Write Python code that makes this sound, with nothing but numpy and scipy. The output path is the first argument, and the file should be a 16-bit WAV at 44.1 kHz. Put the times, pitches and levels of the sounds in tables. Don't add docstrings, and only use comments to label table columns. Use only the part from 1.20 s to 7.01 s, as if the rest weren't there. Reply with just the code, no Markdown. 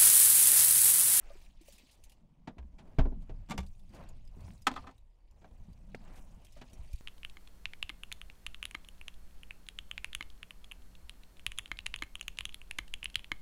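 import sys
import numpy as np
from scipy import signal
from scipy.io import wavfile
from scipy.ndimage import uniform_filter1d

SR = 44100
rng = np.random.default_rng(int(sys.argv[2]) if len(sys.argv) > 2 else 0)


def unload_wav(signal):
    wavfile.write(
        sys.argv[1],
        SR,
        np.round(np.clip(np.atleast_2d(signal).T, -1, 1) * 32767).astype(np.int16),
    )


N = 256220


def gain_of(db):
    return 10 ** (np.asarray(db) / 20)


def evened(x):
    return x / np.sqrt(np.mean(x ** 2) + 1e-20)


def peaked(x):
    return x / (abs(x).max() + 1e-20)


def swell_in(t, rise_ms):
    return 1 - np.exp(-t * 1000 / rise_ms)


def read(points, hz):
    f, value = np.transpose(points)
    return np.interp(np.log(hz + 1), np.log(f + 1), value)


def follow(table):
    s, *levels = np.transpose(table)
    return [gain_of(np.interp(np.arange(N) / SR, s, level)) for level in levels]


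def add(mix, s, sound):
    part = mix[round(s * SR):][:len(sound)]
    part += sound[:len(part)]


def bandpass(edges_hz, x):
    return signal.sosfilt(signal.butter(2, edges_hz, "bandpass", fs=SR, output="sos"), x)


def noise(spectrum, patchy_db, flicker_db, size):
    frames, hz = 4 * N // size + 5, np.fft.rfftfreq(size, 1 / SR)
    real, imag, patches = rng.standard_normal((frames, len(hz), 3)).T
    patches = uniform_filter1d(patches, size=9, axis=0)
    patches = evened(uniform_filter1d(patches, size=9, axis=1))
    flicker = evened(uniform_filter1d(rng.standard_normal(frames), size=3))
    level_db = read(spectrum, hz)[:, None] + patchy_db * patches + flicker_db * flicker
    z = (real + 1j * imag) * gain_of(level_db)
    return evened(signal.istft(z, nperseg=size, noverlap=3 * size // 4)[1][:N])


def ring(modes, factor, t, spread_db):
    hz, db, t60 = np.transpose(modes)[:, :, None]
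    place, start = rng.standard_normal(db.shape), rng.random(db.shape)
    decay = gain_of(db + spread_db * place - 60 * t / (factor * t60))
    return (decay * np.sin(2 * np.pi * (hz * t + start))).sum(0)


# [f/Hz, relative level/dB, t60/s at ring factor 1]
DENSE = [(150.2, 22.5, 0.13), (490, 0, 0.18), (1309, -9, 0.089), (4000, -16.5, 0.094), (7000, -13, 0.078),
         (13960, -22, .05)]


def close_modes(factor, t):
    hz, when, z = signal.stft(rng.standard_normal(len(t)), SR, nperseg=128)
    f, colour_db, t60 = np.transpose(DENSE)
    colour_db = read(np.transpose([f, colour_db]), hz)[:, None]
    t60 = read(np.transpose([f, t60]), hz)[:, None]
    return signal.istft(z * gain_of(colour_db - 60 * when / (factor * t60)), SR, nperseg=128)[1][:len(t)]


def blow(modes, bands_hz, row, slope_db, haze_db, spread_db):
    s, peak_db, heft_db, bright_db, rise_ms, factor = row
    levels = peak_db + np.array([0, heft_db, bright_db + slope_db[0], 2 * bright_db + slope_db[1]])
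    t = np.arange(2 ** 14) / SR
    rise, out = swell_in(t, rise_ms), 0
    haze = close_modes(factor, t) * rise
    clear = ring(modes, factor, t, spread_db) * rise
    for db, edges, sign in zip(levels, bands_hz, (1, -1, -1, 1)):
        body = evened(bandpass(edges, clear)) + gain_of(haze_db) * evened(bandpass(edges, haze))
        loudest = uniform_filter1d(body ** 2, size=200).max()
        out = out + sign * gain_of(db) * body / np.sqrt(2 * loudest)
    return s, out


# [low f/Hz, high f/Hz]
PANEL_BANDS_HZ = [(500, 1500), (90, 500), (1500, 4000), (4000, 15000)]
PANEL_SPREAD_DB = 2.5
# [f/Hz, relative level/dB, t60/s at ring factor 1]
CATCH = [(202, 6.5, 0.14), (426, -12, 0.063), (762, 0, 0.067), (923, -4, .09), (1168, -7, 0.12),
         (1640, -17, .065), (2154, -15, 0.078), (2340, -17, 0.075), (2880, -16.5, 0.078),
         (3510, -17.5, 0.079), (4670, -15, 0.019), (5060, -27, .08), (6000, -30, 0.078), (7500, -24, 0.067)]
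# [t/s, middle-band peak level/dB, heft/dB added below 500 Hz,
#                        brightness/dB gained per band upward, rise/ms, ring factor on the decays]
RELEASE = [(2.287, -59, 10, -1.5, 1.8, .6), (2.296, -55, 16.5, 3, 2.2, 0.73),
           (2.307, -41.5, 3, -1, 2, 0.68), (2.317, -39.5, -10, -4.5, 0.92, 0.66),
           (2.336, -58, 20, -3, 4.7, 0.99), (2.377, -41, -10, 0, 2.5, .5),
           (2.388, -42.5, 5, -3, 0.54, 0.52), (2.401, -63, 3, 4.5, 2.1, 0.88),
           (2.428, -62, 5, -2, 2.9, 0.8)]


def release(mix):
    slope_db, haze_db = (2.1, -3), 1
    for row in RELEASE:
        add(mix, *blow(CATCH, PANEL_BANDS_HZ, row, slope_db, haze_db, PANEL_SPREAD_DB))


def boom(s, db, hz, t60, rise_ms):
    t = np.arange(SR) / SR
    return s, gain_of(db - 60 * t / t60) * swell_in(t, rise_ms) * np.sin(2 * np.pi * hz * t)


CLUNK_S = 1.7855
# [level/dB before the rise, f/Hz, t60/s, rise/ms]
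LID = [(-15, 26, 0.52, 4.7), (-20.5, 58, .33, 3), (-13.5, 127.4, 0.059, 2.1), (-27.5, 265, 0.18, 1.1)]


def clunk(mix):
    for swing in LID:
        add(mix, *boom(CLUNK_S, *swing))


# [t/s, level/dB before the rise, f/Hz, t60/s, rise/ms]
BOOMS = [(1.275, -33.5, 246, .13, 3.3), (1.388, -38.5, 62.3, 0.49, 5.1), (2.098, -34, 29.4, 0.75, 15),
         (2.304, -23, 202, 0.052, 4.2), (2.385, -28.5, 67.2, 0.24, 3.4), (2.384, -39.5, 191, 0.26, 2.7),
         (3.277, -42.5, 181.9, .1, 3), (4.482, -41.5, 171, .08, 3), (5.592, -33, 57.6, 0.11, 3.1),
         (5.738, -15, 40.5, .05, 7.4)]


def thuds(mix):
    for row in BOOMS:
        add(mix, *boom(*row))


# [f/Hz, relative level/dB, t60/s at ring factor 1]
PANEL = [(168, 4.5, 0.3), (195, 5, 0.41), (246, 11, 0.44), (355, -3, 0.074), (374, 14, 0.065),
         (647, 12, 0.12), (865, -33, 0.073), (886, 12, 0.061), (1190, -20, 0.1), (1950, -3, 0.035),
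         (2324, 0.5, 0.035), (3300, -26, 0.037), (4030, -26, 0.019), (5400, -35, 0.02), (7300, -47, 0.029)]
# [t/s, middle-band peak level/dB, heft/dB added below 500 Hz,
#                          brightness/dB gained per band upward, rise/ms, ring factor on the decays]
KNOCKS = [(1.273, -45, 7.5, -5.5, 2.4, 0.91), (1.368, -69, 18.5, -17, 10, .7),
          (1.382, -54.5, -9, -3.5, 1, 0.8), (1.426, -66.5, -1, -7, 2.2, .4),
          (1.583, -64.5, 11, 4, 28, 0.77), (1.671, -74, 21.5, 0.5, 4.3, 0.96),
          (1.785, -30, -3, -10.5, 3.3, 0.88), (1.853, -43.5, 9, -18, 0.72, 0.98),
          (1.919, -59, 18, -19, 1.5, 0.97), (2.017, -97, 13, 20.5, 5, 1),
          (2.093, -54.5, 9.5, -7.5, 3.4, 0.89), (3.166, -69.5, 21.5, -15, 3.7, 0.32),
          (3.279, -62.5, 1, 1, 4.5, 0.24), (4.214, -66, 4, -6, 4.4, 0.79), (4.241, -57, -3, -6, 3.8, 0.75),
          (4.309, -69.5, 9.5, -7.5, 3.7, 0.5), (4.48, -81, 27.5, -3, 5.2, .22),
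          (4.749, -61.5, 18, 10, 0.26, 0.28), (4.974, -74, 20.5, 6.5, 6.9, 0.84),
          (5.367, -78.5, 22, 14, 9.8, 1), (5.412, -57, 9.5, 3.5, 12, 0.49), (5.531, -81, 27, 12, 1.8, 0.43)]


def knocks(mix):
    slope_db, haze_db = (3, -16.5), 5
    for row in KNOCKS:
        add(mix, *blow(PANEL, PANEL_BANDS_HZ, row, slope_db, haze_db, PANEL_SPREAD_DB))


# [f/Hz, relative level/dB, t60/s at ring factor 1]
PLASTIC = [(264, 0, .17), (511, -16, .09), (657, -12, .09), (797, -7, .1), (1022, -5, .11),
           (1197, -1, .075), (1280, 2, .06), (1531, -10, .07), (1793, -6, .06), (2026, -9, .06),
           (2300, -12, .05), (2550, -7, .045), (3273, -10, .055), (3525, -9, .04), (4032, -19, .05),
           (4312, -9, .035), (4650, -22, .045), (5650, -18, .04), (6440, -18, .045), (6900, -17, .035),
           (7800, -22, .045), (8400, -20, .035)]
# [low f/Hz, high f/Hz]
PLASTIC_BANDS_HZ = [(720, 1500), (200, 600), (1500, 4000), (4000, 15000)]
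# [t/s, middle-band peak level/dB, heft/dB added at 200-600 Hz,
#                        brightness/dB gained per band upward, rise/ms, ring factor on the decays]
CLATTER = [(3.468, -24, -9, 0.5, 2.2, 0.64), (3.505, -45.5, 5.5, -14, 3.4, 1),
           (3.514, -46.5, 5, 0, 1.1, 0.37), (3.539, -58, 11, 4.5, 1.1, 0.35),
           (3.561, -37.5, -13, -6.5, 2.3, 0.52), (3.572, -40.5, -13, -9.5, 1.5, 0.81),
           (3.585, -52, -12, -12, 3.4, 0.63), (3.639, -52.5, -6, -18, 2.2, 0.56),
           (3.668, -49.5, -0.5, -3.5, 10, 0.7), (3.688, -52, -10, -12, 5.3, 0.75),
           (3.71, -79.5, 11, 10, 1.5, .72)]


def clatter(mix):
    slope_db, haze_db, spread_db = (2, -9), -3, 1.5
    for row in CLATTER:
        add(mix, *blow(PLASTIC, PLASTIC_BANDS_HZ, row, slope_db, haze_db, spread_db))


def snap(s, db, ms):
    u = (np.arange(400) / SR * 1000 - 3 * ms) / ms
    return s - 3 * ms / 1000, -gain_of(db) * (1 - u ** 2) * np.exp(-u ** 2 / 2)


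# [t/s at the centre, peak level/dB, width/ms]
SNAPS = [(3.3065, -46, .1), (4.7474, -33, .125), (4.74788, -35, .125), (4.7478, -34, .5)]


def snaps(mix):
    for row in SNAPS:
        add(mix, *snap(*row))


def tap(s, db, hz, t60, rise_ms):
    t = np.arange(8192) / SR
    modes = [(hz, 0, t60), (1.145 * hz, -7.0, 1.1 * t60), (2.1 * hz, -16, 0.67 * t60)]
    note = ring(modes, 0.53, t, 2.7)
    return s, gain_of(db) * peaked(note * swell_in(t, rise_ms))


# [t/s, peak level/dB, f/Hz, t60/s before shortening, rise/ms]
TAPS = [(0.103, -46, 570, 0.12, 3.7), (0.139, -75, 268, 0.089, 2.6), (0.153, -53.5, 355, 0.067, 4.1),
        (0.41, -54, 325, 0.092, 3), (0.484, -49.5, 561, 0.087, 0.71), (0.633, -58, 267, 0.11, 3.6),
        (4.242, -54, 748, 0.2, 3.7), (5.364, -50.5, 583, 0.14, 3.8)]


def taps(mix):
    for row in TAPS:
        add(mix, *tap(*row))


def contact(ms, t):
    force = rng.standard_normal(len(t)) * np.exp(-t * 1000 / max(ms, .05))
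    force[0] += 1.5
    return force


def tick(s, db, hz, ms):
    t = np.arange(4096) / SR
    ring_db = -10 - 1.3 * ms
    body = ring([(hz, ring_db, .019)], 1.0, t, 0.54)
    body[0] += 1
    struck = signal.oaconvolve(body, contact(ms, t[:2048]))[:len(t)]
    return s, gain_of(db) * peaked(bandpass([2300, 12000], struck))


# [t/s, peak level/dB, strongest f/Hz, contact/ms as decay time]
TICKS = [(.132, -72, 2950, 5.5), (.4126, -57, 8240, 11), (.481, -59, 3030, 5.6), (.5234, -48.5, 3800, 20),
         (.5815, -51.5, 2560, 7.8), (.7115, -57, 2600, 45), (.8382, -48, 6050, 9.7), (.896, -53, 2770, 9.5),
         (.9194, -54, 2880, 9.6), (2.4648, -55.5, 4880, 7.5), (2.595, -60.5, 3620, 7.7),
         (2.6928, -62.5, 4730, 4), (2.7474, -56.5, 4530, 10), (2.838, -61, 3860, 2.7),
         (2.8893, -52.5, 6780, 6.2), (3.0515, -64, 5040, 5.1), (3.076, -57, 4930, 2.7),
         (3.207, -59.5, 4440, 7.3), (3.2869, -60, 5250, 5.1), (3.3344, -59, 8750, 7.3),
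         (3.3782, -61, 3860, 3), (3.4198, -52, 4920, 6.6), (3.78, -63, 3900, 7.3), (4.1112, -64, 7220, 5),
         (4.5304, -61.5, 4740, 5.1), (4.9565, -57, 2900, 45), (5.248, -53, 2690, 10.3),
         (5.2679, -55, 3240, 2.6), (5.3231, -56, 5210, 12), (5.4994, -58.5, 4700, 3.2),
         (5.5325, -51, 5640, 9), (5.7308, -48, 2470, 7.2), (5.7583, -53, 4620, 3.7)]


def ticks(mix):
    for row in TICKS:
        add(mix, *tick(*row))


# [t/s at full pressure, held/s, level/dB, swell/s and fade/s as time
#                                 constants, grit level/dB relative to the rub]
RUBS = [(.03, 0.11, -70.5, 0.26, 0.08, 0.5), (.6, 0.16, -77, 0.14, 0.32, -24),
        (1.66, 0.14, -68.5, 0.09, 0.092, -17), (2.05, 0.16, -78, .1, 0.29, -6.5),
        (2.746, 0.084, -54.5, 0.017, 0.033, -11.5), (2.92, 0.02, -71, 0.022, 0.04, -29),
        (3.2, 0.092, -65.5, 0.066, 0.051, -13), (3.57, .13, -64, 0.033, 0.024, -11.5),
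        (4.21, 0.55, -75, 0.071, .2, -15), (4.86, 0.12, -65.5, 0.053, 0.039, -3),
        (5.04, 0.2, -71, 0.038, 0.042, -24), (5.52, 0.11, -71, 0.093, 0.098, -8.5)]
REST_RUB_DB = -83.5


def strokes():
    t = np.arange(0, N + 64, 64) / SR
    rub, grit = gain_of(REST_RUB_DB) + 0 * t, 0 * t
    for s, held, db, swell, fade, grit_db in RUBS:
        away = np.maximum((s - t) / swell, (t - s - held) / fade)
        pressure = np.exp(-np.maximum(away, 0))
        rub += gain_of(db) * pressure
        grit += gain_of(db + grit_db) * pressure
    return [np.interp(np.arange(N) / SR, t, level) for level in (rub, grit)]


# [f/Hz, relative level/dB per Hz]
RUBBING, GRIT = [(180, -17), (300, 8), (383, -8), (593, 0.5), (995, -6), (1280, -14.5), (2690, -25),
                 (3400, -28), (4420, -53.5), (7480, -120)], [(600, -30.5), (1000, -2.5), (1500, -6), (2400, -7), (2900, -12),
                                  (3600, -33.5), (8000, -120)]


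def rubbing():
    rub, grit = strokes()
    return rub * noise(RUBBING, 2.5, 1, size=512) + grit * noise(GRIT, 3, 1, size=256)


# [f/Hz, relative level/dB, t60/s]
KEYS = [(2550, -2, .1), (3000, -3, .08), (3880, -2, .06), (4600, -2, .1), (5000, -1, .08),
        (6640, -5.5, .08), (8540, -7, .068), (9600, -5.5, .03)]


def keys(per_s, spread_db):
    strength = gain_of(spread_db * np.minimum(rng.exponential(1, N), 2))
    touches = strength * (rng.random(N) < per_s / SR)
    which, t, out = rng.integers(0, len(KEYS), N), np.arange(6000) / SR, 0
    for k, mode in enumerate(KEYS):
        note = ring([mode], 1, t, 0) * swell_in(t, 3)
        out = out + signal.oaconvolve(touches * (which == k), note)[:N]
    return evened(out * uniform_filter1d(rng.standard_normal(N), size=150))


# [f/Hz, relative level/dB per Hz]
RUSTLE, FIZZ = [(1060, -50.5), (1800, -13), (2540, -7), (3230, -9.5), (3640, -10.5), (4340, -10.5),
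                (6500, -20.5), (8450, -28), (14300, -120)], [(3240, -44.5), (5500, 1.5), (5900, 3), (9760, 1), (11700, -8), (13100, -5),
                                (15700, -4)]
# [t/s, rustle level/dB, fine fizz level/dB]
CLOTH = [(0, -75.5, -77.5), (.252, -71, -72.5), (.33, -80.5, -87), (.4, -76.5, -88), (.48, -69, -64),
         (.72, -71, -80), (.81, -82, -82), (.868, -75, -81), (1.07, -95, -98), (1.76, -86, -86),
         (2.27, -84.5, -88.5), (2.47, -86, -78.5), (2.684, -82, -84.5), (2.764, -69, -71),
         (2.9, -77.5, -92), (3.14, -82, -82), (3.27, -73, -73), (3.45, -81.5, -79.5), (3.53, -62.5, -73.5),
         (3.83, -93, -93.5), (4.07, -89, -97), (4.2, -85, -84), (4.7, -81, -83), (4.9, -73.5, -77),
         (5.01, -83, -73), (5.2, -78, -79.5), (5.45, -74.5, -78), (5.7, -73, -74), (5.81, -71, -73)]


def clothes():
    rustle, fizz = follow(CLOTH)
    return rustle * noise(RUSTLE, 3.5, .6, size=256) + fizz * noise(FIZZ, 3.5, .6, size=256), rustle


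# [f/Hz, relative level/dB per Hz]
SWAY, DRUMMING, RUMBLE = [(7.1, -34), (12, 9.5), (30, -3.5), (52, -8), (68, -31.5), (110, -120)], [(26, -23.5), (45, -3), (77, 1), (135, -9.5), (180, -34),
                                        (300, -120)], [(71, -35), (120, -9), (140, 1.5), (189, 3.5),
                                                          (312, -17), (450, -33), (580, -47), (990, -120)]
# [t/s, body sway level/dB, cabin drumming level/dB, panel rumble level/dB]
LEANING = [(0, -47.5, -70, -75), (.4, -56, -81.5, -72.5), (.686, -80, -77, -79), (.856, -52, -66, -80),
           (1.04, -70, -77.5, -68), (1.288, -60, -74, -63.5), (1.426, -58, -68, -64),
           (1.76, -53.5, -68, -64.5), (1.98, -41, -51, -53.5), (2.196, -58, -48, -63),
           (2.282, -55, -71, -68), (2.4, -43, -56, -48), (2.53, -49.5, -56, -74.5),
           (2.75, -50.5, -55.5, -58.5), (2.97, -46.5, -53.5, -66.5), (3.12, -50, -59, -68.5),
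           (3.286, -55, -50, -51), (3.45, -48, -61, -72.5), (3.59, -49.5, -55, -61),
           (3.87, -54.5, -68, -90), (4.05, -58, -71.5, -95.5), (4.25, -57, -62, -62.5),
           (4.39, -47.5, -60.5, -65.5), (4.77, -51.5, -55.5, -63.5), (5.23, -56, -60, -63.5),
           (5.41, -57, -62.5, -85.5), (5.59, -47.5, -65, -65.5), (5.81, -46.5, -62, -82.5)]


def leaning():
    sway, drumming, rumble = follow(LEANING)
    low = sway * noise(SWAY, 1.0, 0.68, size=8192)
    low += drumming * noise(DRUMMING, 0.78, 3.3, size=4096)
    return low + rumble * noise(RUMBLE, 0.62, 3.5, size=2048)


def crackle(per_s, spread_db, smooth):
    strength = gain_of(spread_db * np.minimum(rng.exponential(1, N), 3))
    catches = strength * (rng.random(N) < per_s / SR)
    fading = signal.lfilter([1], [1, -np.exp(-1 / (0.00097 * SR))], catches)
    return evened(smooth + evened(fading))


def handling():
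    low, friction, (cloth, movement) = leaning(), rubbing(), clothes()
    friction *= crackle(500, 2.2, 2.6)
    cloth *= crackle(570, 2.8, 2.3)
    return low + friction + cloth + gain_of(-8) * movement * keys(67, 2.5)


# [f/Hz, relative level/dB per Hz]
YARD = [(8.8, -25.5), (15, 4), (47, 7), (105, -28), (133, -16.5), (401, -31), (830, -35.5), (906, -27),
        (1490, -49.5), (2050, -38), (3770, -47.5), (6550, -53.5), (15700, -59.5)]
YARD_DB = -62


def yard():
    return gain_of(YARD_DB) * noise(YARD, 3.1, .6, size=2048)


def scene():
    mix = handling() + yard()
    for source in (knocks, release, clatter, clunk, taps, snaps, ticks, thuds):
        source(mix)
    return mix[None]


EDGE_HZ = 15780


def record(dry):
    lowpass = signal.firwin(511, EDGE_HZ, window=("kaiser", 9), fs=SR)
    return signal.oaconvolve(dry, lowpass[None], "same")


dry = scene()
out = record(dry)
unload_wav(out)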